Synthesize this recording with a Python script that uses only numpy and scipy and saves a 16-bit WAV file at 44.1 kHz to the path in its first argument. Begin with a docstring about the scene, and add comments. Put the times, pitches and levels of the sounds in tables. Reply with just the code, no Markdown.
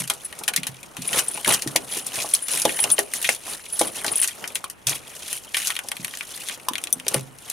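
"""Pins and latch click, a key scrapes in a door lock, loose keys chink and the bolt knocks the wooden door.
Heard close by in a small hallway: a hand works a key on a bunch; near the end keys tap the lever handle.
Clicks and scrape are noise through resonances of the lock; keys, lever, door and case are decaying sines.
Clicks, chinks, taps and knocks also feed sparse hallway reflections; quiet air noise lies beneath."""
import sys
import numpy as np
from scipy import signal
from scipy.fft import rfft, irfft
from scipy.io import wavfile
from scipy.ndimage import uniform_filter1d

SR = 44100
rng = np.random.default_rng(int(sys.argv[2]) if len(sys.argv) > 2 else 0)


def transcribe(signal):
    """Save signal, clipped to [-1, 1], as a 16-bit WAV file at the path in sys.argv[1]."""
    frames = np.atleast_2d(signal).T
    limited = np.clip(frames, -1, 1)
    pcm = np.round(limited * 32767).astype(np.int16)
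    wavfile.write(sys.argv[1], SR, pcm)


N = 331632

# Spectrum of the hallway air. Each row: frequency in Hz, relative level in dB.
AIR_SPECTRUM = [(15, -70), (25, 18.5), (848, 10), (2920, 3.5), (3830, -17), (10100, -30), (15500, -12)]
AIR_RMS_DB = -50.5
# Decay of the hallway reflections. Each row: frequency in Hz, t60 in seconds.
HALL_DECAY = [(150, 0.47), (2000, 0.059), (12000, 0.04)]

# Modes of the door panel. Each row: frequency in Hz, relative level in dB, t60 in seconds.
DOOR_MODES = [(105.5, -7.5, 0.08), (136.6, -4, 0.34), (174, -1.5, 0.17), (256.5, 0, 0.24), (328, 7, 0.12),
              (412, 6, 0.11), (504, 1.5, 0.075), (673, 3.5, 0.11), (815, 13.5, 0.047), (997, 14.5, 0.04),
              (1167, 13.5, 0.024)]
# Plates of the lock case. Each row: frequency in Hz, relative level in dB, t60 in seconds.
CASE_MODES = [(1008, 3, 0.048), (1120, -8.5, 0.081), (1714, 0.5, 0.052), (2090, 11, 0.0072),
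              (2300, -12, 0.011)]
# Blows that reach the door panel. Each row: start in seconds, peak in dB, pitch region struck in Hz.
DOOR_KNOCKS = [(0.107, -20.5, 910), (0.486, -24.5, 720), (0.971, -31, 940), (1.376, -24, 765),
               (1.662, -20.5, 290), (1.757, -15.5, 590), (1.969, -26.5, 373), (2.245, -19.5, 680),
               (2.653, -7, 547), (2.792, -22, 810), (2.844, -20.5, 645), (2.987, -14, 577),
               (3.29, -15, 646), (3.48, -27, 880), (3.8122, -7.5, 597), (4.048, -21, 660),
               (5.847, -31, 570), (6.71, -28, 267), (7.066, -24, 475), (7.146, -13.5, 493)]
# Soft pushes that shake the whole leaf. Each row: start in seconds, peak in dB, pitch region struck in Hz.
LEAF_PUSHES = [(0.004, -29.5, 174), (0.582, -28, 189), (0.69, -31.5, 141), (0.985, -29, 187),
               (1.665, -29.5, 119), (4.863, -28.5, 100), (5.996, -30.5, 195), (6.96, -33.5, 216),
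               (7.158, -23.5, 128)]
# Bolt against lock case. Each row: start in seconds, peak in dB, pitch region struck in Hz.
BOLT_CLANKS = [(1.46, -15, 1740), (3.137, -16.5, 1940), (3.29, -4.5, 2070), (4.641, -18.5, 1170),
               (5.699, -23.5, 1240), (6.6845, -13.5, 966)]
MODE_DETUNE = .015  # spread of mode frequency per blow, as a fraction

# Modes of the lever handle. Each row: frequency in Hz, level in dB, t60 in seconds.
LEVER_MODES = [(3500, -19.5, 0.037), (6050, -2, 0.013), (8200, -12, 0.058), (9630, 1.5, 0.027),
               (10740, 8.5, 0.0043), (14400, 8, 0.0063)]
# A ring of keys taps the lever handle. Each row: start in seconds, level in dB.
KEY_TAPS = [(6.927, -8), (7.497, -30)]

# Modes of the short key. Each row: frequency in Hz, relative level in dB.
SHORT_KEY_MODES = [(8110, -16.5), (10140, -2), (13350, -20)]
# Modes of the long key. Each row: frequency in Hz, relative level in dB.
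LONG_KEY_MODES = [(8655, -8), (9990, -2), (14730, -23)]
# Modes of the rest of the bunch. Each row: frequency in Hz, relative level in dB.
SMALL_KEY_MODES = [(7120, -16), (9440, -11), (10300, -11)]
# Loose keys striking. Each row: start in seconds, short key level in dB, long key level in dB,
# seconds until a touch damps them.
KEY_CHINKS = [(0.2465, -18, -35, 0.02), (1.075, -34, -18.5, 0.011), (1.282, -13.5, -15.5, 0.0045),
              (1.313, -21, -38, 0.008), (1.341, -30, -27, 0.0082), (2.0646, -14.5, -23, 0.0035),
              (2.336, -4.5, -15, 0.0082), (2.421, -38, -21.5, 0.073), (2.5097, -21, -20, 0.028),
              (2.607, -17, -33, 0.05), (2.756, -36, -28, 0.04), (2.801, -13, -34, 0.032),
              (2.826, -16, -20, 0.0097), (2.915, -30, -7.5, 0.015), (2.932, -28, -13, 0.016),
              (3.725, -21, -43, 0.076), (3.79, -23, -18, 0.025), (3.869, -24, -24, 0.012),
              (4.116, -35, -16.5, 0.016), (4.156, -10, -35, 0.011), (4.177, -22, -19, 0.01),
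              (4.1997, -13, -19, 0.005), (4.215, -17, -10, 0.0045), (4.23, -9.5, -16, 0.01),
              (4.5482, -17, -23, 0.0091)]
KEY_T60_S, TOUCH_T60_S = 0.17, 0.01  # the touch adds its decay to that of the key
SWING_START_S, SWING_END_S = 1, 4.35  # while the bunch swings from the lock

# Lower resonances of lock case and handle. Each row: frequency in Hz, width in Hz, relative level in dB.
LOCK_LOW_MODES = [(1890, 640, -12), (2440, 424, -8), (3008, 328, -7.5), (3228, 262, -6.5),
                  (4120, 1260, -17.5)]
# Upper resonances of lock case and handle. Each row: frequency in Hz, width in Hz, relative level in dB.
LOCK_HIGH_MODES = [(5770, 1100, -14), (6480, 2500, 3), (8480, 1100, 0.5), (9780, 1450, 8)]
LOCK_MODE_COUNT = len(LOCK_LOW_MODES) + len(LOCK_HIGH_MODES)

# Spectrum of the push in the door. Each row: frequency in Hz, relative level in dB.
RUMBLE_SPECTRUM = [(24, -53), (40, -21), (129, -0.5), (329, 0.5), (651, 2.5), (1500, -4), (3300, -120)]
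# Strokes of metal on metal. Each row: time of full force in seconds, build-up in seconds, hold in seconds,
# scrape level in dB, rumble level in dB.
KEY_STROKES = [(0.0, .01, 0.0052, -26, -40.5), (0.116, 0.045, 0.052, -41, -47.5),
               (1.18, 0.14, 0.0035, -21, -30), (1.478, 0.032, 0.051, -19.5, -27.5),
               (1.921, 0.067, 0.064, -29, -50), (2.21, 0.16, 0.012, -26, -34.5),
               (2.521, 0.056, 0.057, -23.5, -40), (2.872, 0.13, 0.035, -31, -33.5),
               (3.149, 0.043, 0.18, -30.5, -44.5), (3.498, 0.098, 0.036, -29.5, -41),
               (3.853, 0.26, 0.019, -30.5, -40.5), (3.964, 0.029, 0.034, -30, -43),
               (4.078, 0.17, 0.054, -33, -35.5), (4.227, 0.21, 0.011, -29, -44.5),
               (4.874, 0.0031, 0.048, -26, -35.5), (5.301, 0.42, 0.065, -33.5, -45),
               (5.55, 0.026, 0.16, -28.5, -50), (6.489, 0.95, 0.046, -34.5, -47),
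               (7.098, 0.01, 0.072, -32, -37.5), (7.51, 0.17, .02, -37, -46)]
# Light contact of hand and key between strokes. Each row: time in seconds, scrape level in dB,
# rumble level in dB.
LIGHT_CONTACT = [(0, -45, -64), (.44, -44.5, -44.5), (.95, -51, -52.5), (1.35, -35, -44.5),
                 (1.8, -43, -42.5), (2.3, -34, -44), (2.465, -38.5, -53.5), (2.6, -30.5, -44),
                 (2.8, -30, -40.5), (3.099, -45, -48.5), (4.1, -39, -92), (4.45, -43, -39),
                 (4.82, -57, -67), (5.0, -48, -51), (5.47, -47, -53.5), (6.1, -40, -52), (6.64, -48, -52),
                 (6.75, -44, -47), (7.05, -48.5, -51), (7.35, -52, -57)]
BUILD_DB, RELEASE_DB_PER_S = 17, 242  # a stroke swells by this much, then lets go at this rate
SCRAPE_LOW_DB = -6  # share of the lower lock modes

# Clear strikes of pins, bolt and handle parts. Each row: start in seconds, peak before panning in dB,
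# share of the lower lock modes in dB.
PART_CLICKS = [(0.075, -17, -10), (0.098, -4.5, -5), (0.135, -20, -20), (0.325, -21.5, -2),
               (0.388, -21, -40), (0.435, -16.5, -7.5), (0.4779, -5.5, -2.5), (0.484, -6, -11),
               (0.5354, -12.5, -2), (0.561, -1.5, -10.5), (0.574, -12, -2), (0.631, -14.5, -2),
               (0.6672, -9, -7.5), (0.829, -21.5, -4.5), (0.966, -17.5, -3.5), (1.018, -17, -13),
               (1.129, -9, -3), (1.185, -7, -3), (1.19, -0.5, -10), (1.373, -18.5, -2.5), (1.445, -8, -1.5),
               (1.5371, -1.5, -7), (1.62, -8, -8), (1.6733, -11, -9), (1.759, 0.5, -6), (1.971, -19, -21),
               (2.0648, -11.5, -30), (2.155, -11.5, -7.5), (2.18, -16, -9), (2.2, -13.5, -3),
               (2.216, -27, -25), (2.288, -19, -26), (2.311, -17, -11), (2.335, -8, -5), (2.348, -5.5, -29),
               (2.482, -10, -7), (2.597, -7.5, -37), (2.617, -8, -25), (2.6512, -3, -5),
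               (2.6912, -12.5, 4.5), (2.7882, -11, -2.5), (2.8382, -3, -6), (2.9004, -7, -9.5),
               (2.9801, -9.5, -0.5), (2.989, -1.5, -7.5), (3.1354, -4.5, -35), (3.243, -9.5, -1),
               (3.2498, -14, -7), (3.2894, -2.5, -4), (3.347, -14, -14), (3.7927, -6, -18),
               (3.8123, -3, -7), (4.0438, -7.5, -3), (4.063, -7.5, -14), (4.079, -12, 0.5),
               (4.1736, -11, -17), (4.224, -9.5, -7), (4.2423, -6, -6.5), (4.274, -9, -23),
               (4.282, -14, -3.5), (4.4391, -15.5, 1), (4.4748, -14.5, -17), (4.554, -6, -6),
               (4.6406, -14, -6.5), (4.698, -16, -13), (4.868, -2, -14), (4.893, -7, -28),
               (5.3276, -8, -11), (5.543, -9.5, 1), (5.5673, -9, -5), (5.599, -15, -5), (5.67, -6, -13),
               (5.6765, -12, -18), (5.702, -7.5, -1.5), (5.7518, -14.5, -4), (5.7635, -11.5, -1.5),
               (5.7888, -9, -2), (5.885, -10.5, -24), (5.9154, -10.5, -3), (5.966, -14, -2),
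               (6.045, -7.5, -5.5), (6.079, -17, -3), (6.136, -19.5, -0.5), (6.171, -14, -9),
               (6.207, -15, 0.5), (6.375, -19, -10), (6.485, -9.5, -6), (6.495, -15.5, -1),
               (6.6846, -3, -9), (6.733, -14, -3), (6.7532, -11, -0.5), (6.78, -12.5, -1.5),
               (6.8372, -7, -8.5), (6.87, -16, -1), (6.997, -19.5, -2.5), (7.0648, -15, -1),
               (7.0805, 1, -14), (7.084, -4, -15), (7.1418, -0.5, -9.5), (7.385, -24.5, -10),
               (7.499, -9, -20)]
KEY_OUT_S = 5.73
CHATTER_T60_S, FREE_CHATTER_T60_S = 0.072, 0.016  # middle values with the key in the barrel, and out
RUN_UP_S, CRACK_T60_S, CHATTER_DB = .002, .008, -7  # chatter level is relative to the crack
LEFT_START_S, LEFT_END_S = 6.2, 6.9  # while the keys dangle from the hand on the left

NOTCH_HZ, NOTCH_WIDTH_HZ = 7830, 120  # narrow dip of the microphone housing
TREBLE_HZ, EDGE_HZ = 14200, 15900  # soft roll-off, then steep band limit


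def gain_of(db):
    """Decibels to an amplitude factor."""
    return 10 ** (np.asarray(db) / 20)


def evened(x):
    """Scales to rms 1 over the whole array."""
    return x / np.sqrt(np.mean(x ** 2) + 1e-20)


def read(points, hz):
    """Interpolates a table on a log-frequency axis."""
    f, value = np.transpose(points)
    return np.interp(np.log(hz + 1), np.log(f + 1), value)


def add(mix, start_s, sound):
    """Mixes a sound in at start_s, cut at the end of the mix."""
    part = mix[..., round(start_s * SR):][..., :sound.shape[-1]]
    part += sound[..., :part.shape[-1]]


def left_right(left_db):
    """Pan gains: left up and right down by left_db."""
    return gain_of([[left_db], [-left_db]])


def coloured(points, same):
    """Stereo noise of rms 1: white spectra shaped by a table, the channels correlated by same."""
    a, b = rfft(rng.standard_normal((2, N)))
    spectra = np.array([a, same * a + np.sqrt(1 - same ** 2) * b])
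    shape = gain_of(read(points, np.fft.rfftfreq(N, 1 / SR)))
    return evened(irfft(spectra * shape, N))


def air():
    """Steady shaped noise of the hallway air, almost unrelated left and right."""
    return gain_of(AIR_RMS_DB) * coloured(AIR_SPECTRUM, 0.013)


def hall(x):
    """Sparse reflections of random sign, other ones for each ear, each band dying at its own speed."""
    taps = np.zeros((2, SR // 2))
    slots = np.arange(100, SR // 2 - 20, 20)
    at = slots + rng.integers(0, 20, (2, len(slots)))  # one reflection per 20 samples
    np.put_along_axis(taps, at, rng.choice([-1., 1.], at.shape), 1)
    hz, t, bands = signal.stft(taps, SR, nperseg=256)
    t60 = np.maximum(read(HALL_DECAY, hz), .02)[:, None]
    tail = signal.istft(bands * gain_of(-60 * t / t60), SR, nperseg=256)[1]
    return signal.fftconvolve(x[None], tail / np.linalg.norm(tail[0]), axes=1)[:, :N]


def knocks(blows, modes, rise_cycles, reach_octaves, thump):
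    """Struck panel or plates: modes near the struck region ring most, with a short dull thump around it."""
    out, t = np.zeros(N), np.arange(SR // 2) / SR
    hz, mode_db, t60 = np.transpose(modes)[:, :, None]
    chances = rng.standard_normal((len(blows), 2, len(modes), 1))
    for (start_s, peak_db, centre_hz), (height, detune) in zip(blows, chances):
        near_db = -6 * (np.log2(hz / centre_hz) / reach_octaves) ** 2 + 1.96 * height
        phase = 2 * np.pi * hz * (1 + MODE_DETUNE * detune) * t + height
        rings = gain_of(mode_db + near_db - 60 * t / t60) * np.sin(phase)
        shake = evened(uniform_filter1d(rng.standard_normal(rings.shape), 900))
        rings = rings * (1 + 0.25 * shake)  # each mode flutters
        # the thump dies in a few cycles
        push = thump * gain_of(-60 * t * centre_hz / 7.1) * np.sin(2 * np.pi * 1.04 * centre_hz * t)
        sound = (rings.sum(0) + push) * (1 - np.exp(-t * centre_hz / rise_cycles))
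        add(out, start_s, gain_of(peak_db) * sound / abs(sound).max())
    return out


def lever():
    """The solid handle rings briefly when tapped: decaying sines with a short rise."""
    out, t = np.zeros(N), np.arange(SR // 8) / SR
    ring = sum(gain_of(db - 60 * t / t60) * np.sin(2 * np.pi * hz * t) for hz, db, t60 in LEVER_MODES)
    ring = ring * np.minimum(t / 0.00038, 1)
    for start_s, db in KEY_TAPS:
        add(out, start_s, gain_of(db) * ring)
    return out * left_right(2.2)


def jingle(scrape_db):
    """Swinging keys keep brushing each other: random touches ring key modes, following the scrape level."""
    t = np.arange(N) / SR
    modes = SHORT_KEY_MODES + LONG_KEY_MODES + SMALL_KEY_MODES
    swinging = (SWING_START_S < t) & (t < SWING_END_S)
    shape = (len(modes), N)
    touches = rng.standard_normal(shape) * (rng.random(shape) < 70 / SR)  # 70 per second and mode
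    rings = sum(gain_of(db) * signal.lfilter(*signal.iirpeak(hz, hz / 35, SR), touch * swinging)
                for (hz, db), touch in zip(modes, touches))
    return gain_of(scrape_db - 10) * evened(rings)


def chinks():
    """Two keys ring at their own modes; each blow favours other modes and the loose ring makes them flutter."""
    out, t = np.zeros(N), np.arange(SR // 6) / SR
    hz, mode_db = np.transpose(SHORT_KEY_MODES + LONG_KEY_MODES)
    is_long = np.arange(len(hz)) >= len(SHORT_KEY_MODES)
    chances = rng.standard_normal((len(KEY_CHINKS), len(hz), len(t) + 2))
    for (start_s, short_db, long_db, free_s), chance in zip(KEY_CHINKS, chances):
        key_db = np.where(is_long, long_db, short_db)
        heights = gain_of((mode_db + key_db)[:, None] + 2 * chance[:, :1])
        flutter = 1 + .3 * evened(uniform_filter1d(chance[:, 2:], 130))
        detune = chance[:, 1:2]  # also sets the phase
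        cycles = hz[:, None] * (1 + .002 * detune) * t + detune
        rings = heights * flutter * np.sin(2 * np.pi * cycles)
        decay_db = -60 * t / KEY_T60_S - 60 * np.maximum(t - free_s, 0) / TOUCH_T60_S
        add(out, start_s, gain_of(decay_db) * rings.sum(0) * np.minimum(t / .0012, 1))
    return out * left_right(1.6)


def resonate(x, modes, spread_db, sign):
    """Sums two-pole resonances, each driven by its row of spread_db; a negative sign alternates them."""
    return sum(sign ** k * signal.lfilter(*signal.iirpeak(hz, hz / width, SR), x * gain_of(db + spread_db[k]))
               for k, (hz, width, db) in enumerate(modes))


def metal(drive, low_db, spread_db):
    """Resonances of lock case and handle: low_db sets how much of the lower modes is heard."""
    low = resonate(drive, LOCK_LOW_MODES, spread_db, -1.002)
    high = resonate(drive, LOCK_HIGH_MODES, spread_db[len(LOCK_LOW_MODES):], 1)
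    share = np.clip(gain_of(low_db), 0, .98)
    return share * evened(low) + np.sqrt(1 - share ** 2) * evened(high)


def force(t):
    """Scrape and rumble levels in dB: the strongest stroke under way, or else the light contact."""
    contact_s, *resting = np.transpose(LIGHT_CONTACT)
    top_s, build_s, hold_s, *levels = np.transpose(KEY_STROKES)[:, :, None]
    build_db = BUILD_DB * np.maximum(top_s - t, 0) / np.maximum(build_s, .005)
    below_db = build_db + RELEASE_DB_PER_S * np.maximum(t - top_s - hold_s, 0)
    return [np.maximum((db - below_db).max(0), np.interp(t, contact_s, rest))
            for db, rest in zip(levels, resting)]


def bursts(shape, db_scale, per_s, decay_s):
    """Sparse impulses of random height, bare and with exponential tails."""
    heights = gain_of(db_scale * np.minimum(rng.exponential(1, shape), 3))
    impulses = heights * (rng.random(shape) < per_s / SR)
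    return impulses, signal.lfilter([1], [1, -np.exp(-1 / (decay_s * SR))], impulses)


def hand():
    """Tiny slips over a rubbing hiss wander from mode to mode; the push rumbles in the door, keys jingle."""
    scrape_db, rumble_db = force(np.arange(N) / SR)
    wander = rng.standard_normal((LOCK_MODE_COUNT + 1, N // 100 + 1))  # last row is for the rumble
    wander = np.repeat(evened(uniform_filter1d(wander, 7)), 100, axis=1)[:, :N]
    slips, tails = bursts(N, 3, 400, 0.003)
    _, ticks = bursts(wander.shape, 4, 70, 0.005)  # burrs snap past each other, each ringing one mode
    a, b = rng.standard_normal((2, N)) * (1 + 1.3 * evened(tails))
    a = a + .7 * evened(slips)  # every slip starts with a crisp tick
    wander_db = 1.9 * wander + 20 * np.log10(1 + .75 * evened(ticks))
    scrape = metal(np.array([a + 0.32 * b, a - 0.51 * b]), SCRAPE_LOW_DB, wander_db)
    rumble = evened(coloured(RUMBLE_SPECTRUM, 0.53) * gain_of(2.93 * wander[-1]))
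    scrape = gain_of(scrape_db) * left_right(.8) * scrape
    return scrape + jingle(scrape_db) + gain_of(rumble_db) * rumble


def clicks():
    """A short run-up, a sharp crack and a softer chatter of the struck part; each blow favours other modes."""
    out, t = np.zeros((2, N)), np.arange(SR // 10) / SR
    after_s = np.maximum(t - RUN_UP_S, 0)
    chances = rng.standard_normal((len(PART_CLICKS), 2 * len(t) + LOCK_MODE_COUNT))
    for (start_s, peak_db, low_db), chance in zip(PART_CLICKS, chances):
        if start_s < KEY_OUT_S:
            t60, spike, mode_spread_db = CHATTER_T60_S, 4, 3
        else:
            t60, spike, mode_spread_db = FREE_CHATTER_T60_S, 9, 2
        t60 = t60 * gain_of(2.2 * chance[0])  # some parts settle sooner
        both, apart = chance[:2 * len(t)].reshape(2, -1)
        noise = (both + [[.25], [-.25]] * apart) * np.where(t < RUN_UP_S, 0.62 * t / RUN_UP_S, 1)
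        crack = gain_of(-60 * after_s / CRACK_T60_S)
        chatter = gain_of(CHATTER_DB - 60 * after_s / t60)
        drive = noise * (crack + chatter)
        drive[:, round(RUN_UP_S * SR)] += spike
        spread_db = mode_spread_db * chance[2 * len(t):]
        spread_db -= max(low_db, 0) * np.arange(len(spread_db))  # low share above 0 dB: higher modes fall off
        click = metal(drive, low_db, spread_db)
        pan_db = 6 if LEFT_START_S < start_s < LEFT_END_S else 2.8
        add(out, start_s, gain_of(peak_db) * click / abs(click).max() * left_right(pan_db / 2))
    return out


def scene():
    """Hits with their reflections, plus the hand's scraping, over the quiet air of the hallway."""
    door = knocks(DOOR_KNOCKS, DOOR_MODES, 0.66, 1.2, 25)
    door = door + knocks(LEAF_PUSHES, DOOR_MODES, 0.3, 0.4, 0.37)
    door = door + knocks(BOLT_CLANKS, CASE_MODES, 0.9, 0.25, 5.3)
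    metal_hits = lever() + chinks() + clicks()
    echoes = hall(gain_of(-5.0) * metal_hits.mean(0) + gain_of(-14.0) * door)
    return air() + echoes + door + hand() + metal_hits


def record(dry):
    """Microphone: rolls off deep bass and top, one narrow dip; hard limit at full scale, then band limit."""
    thin = signal.lfilter(*signal.butter(1, 60, "high", fs=SR), dry)
    thin = signal.lfilter(*signal.iirnotch(NOTCH_HZ, NOTCH_HZ / NOTCH_WIDTH_HZ, SR), thin)
    thin = signal.lfilter(*signal.butter(2, TREBLE_HZ, fs=SR), thin)
    edge = signal.firwin(255, EDGE_HZ, window=("kaiser", 9), fs=SR)
    return signal.oaconvolve(np.clip(thin, -1, 1), edge[None], "same")


dry = scene()
out = record(dry)
transcribe(out)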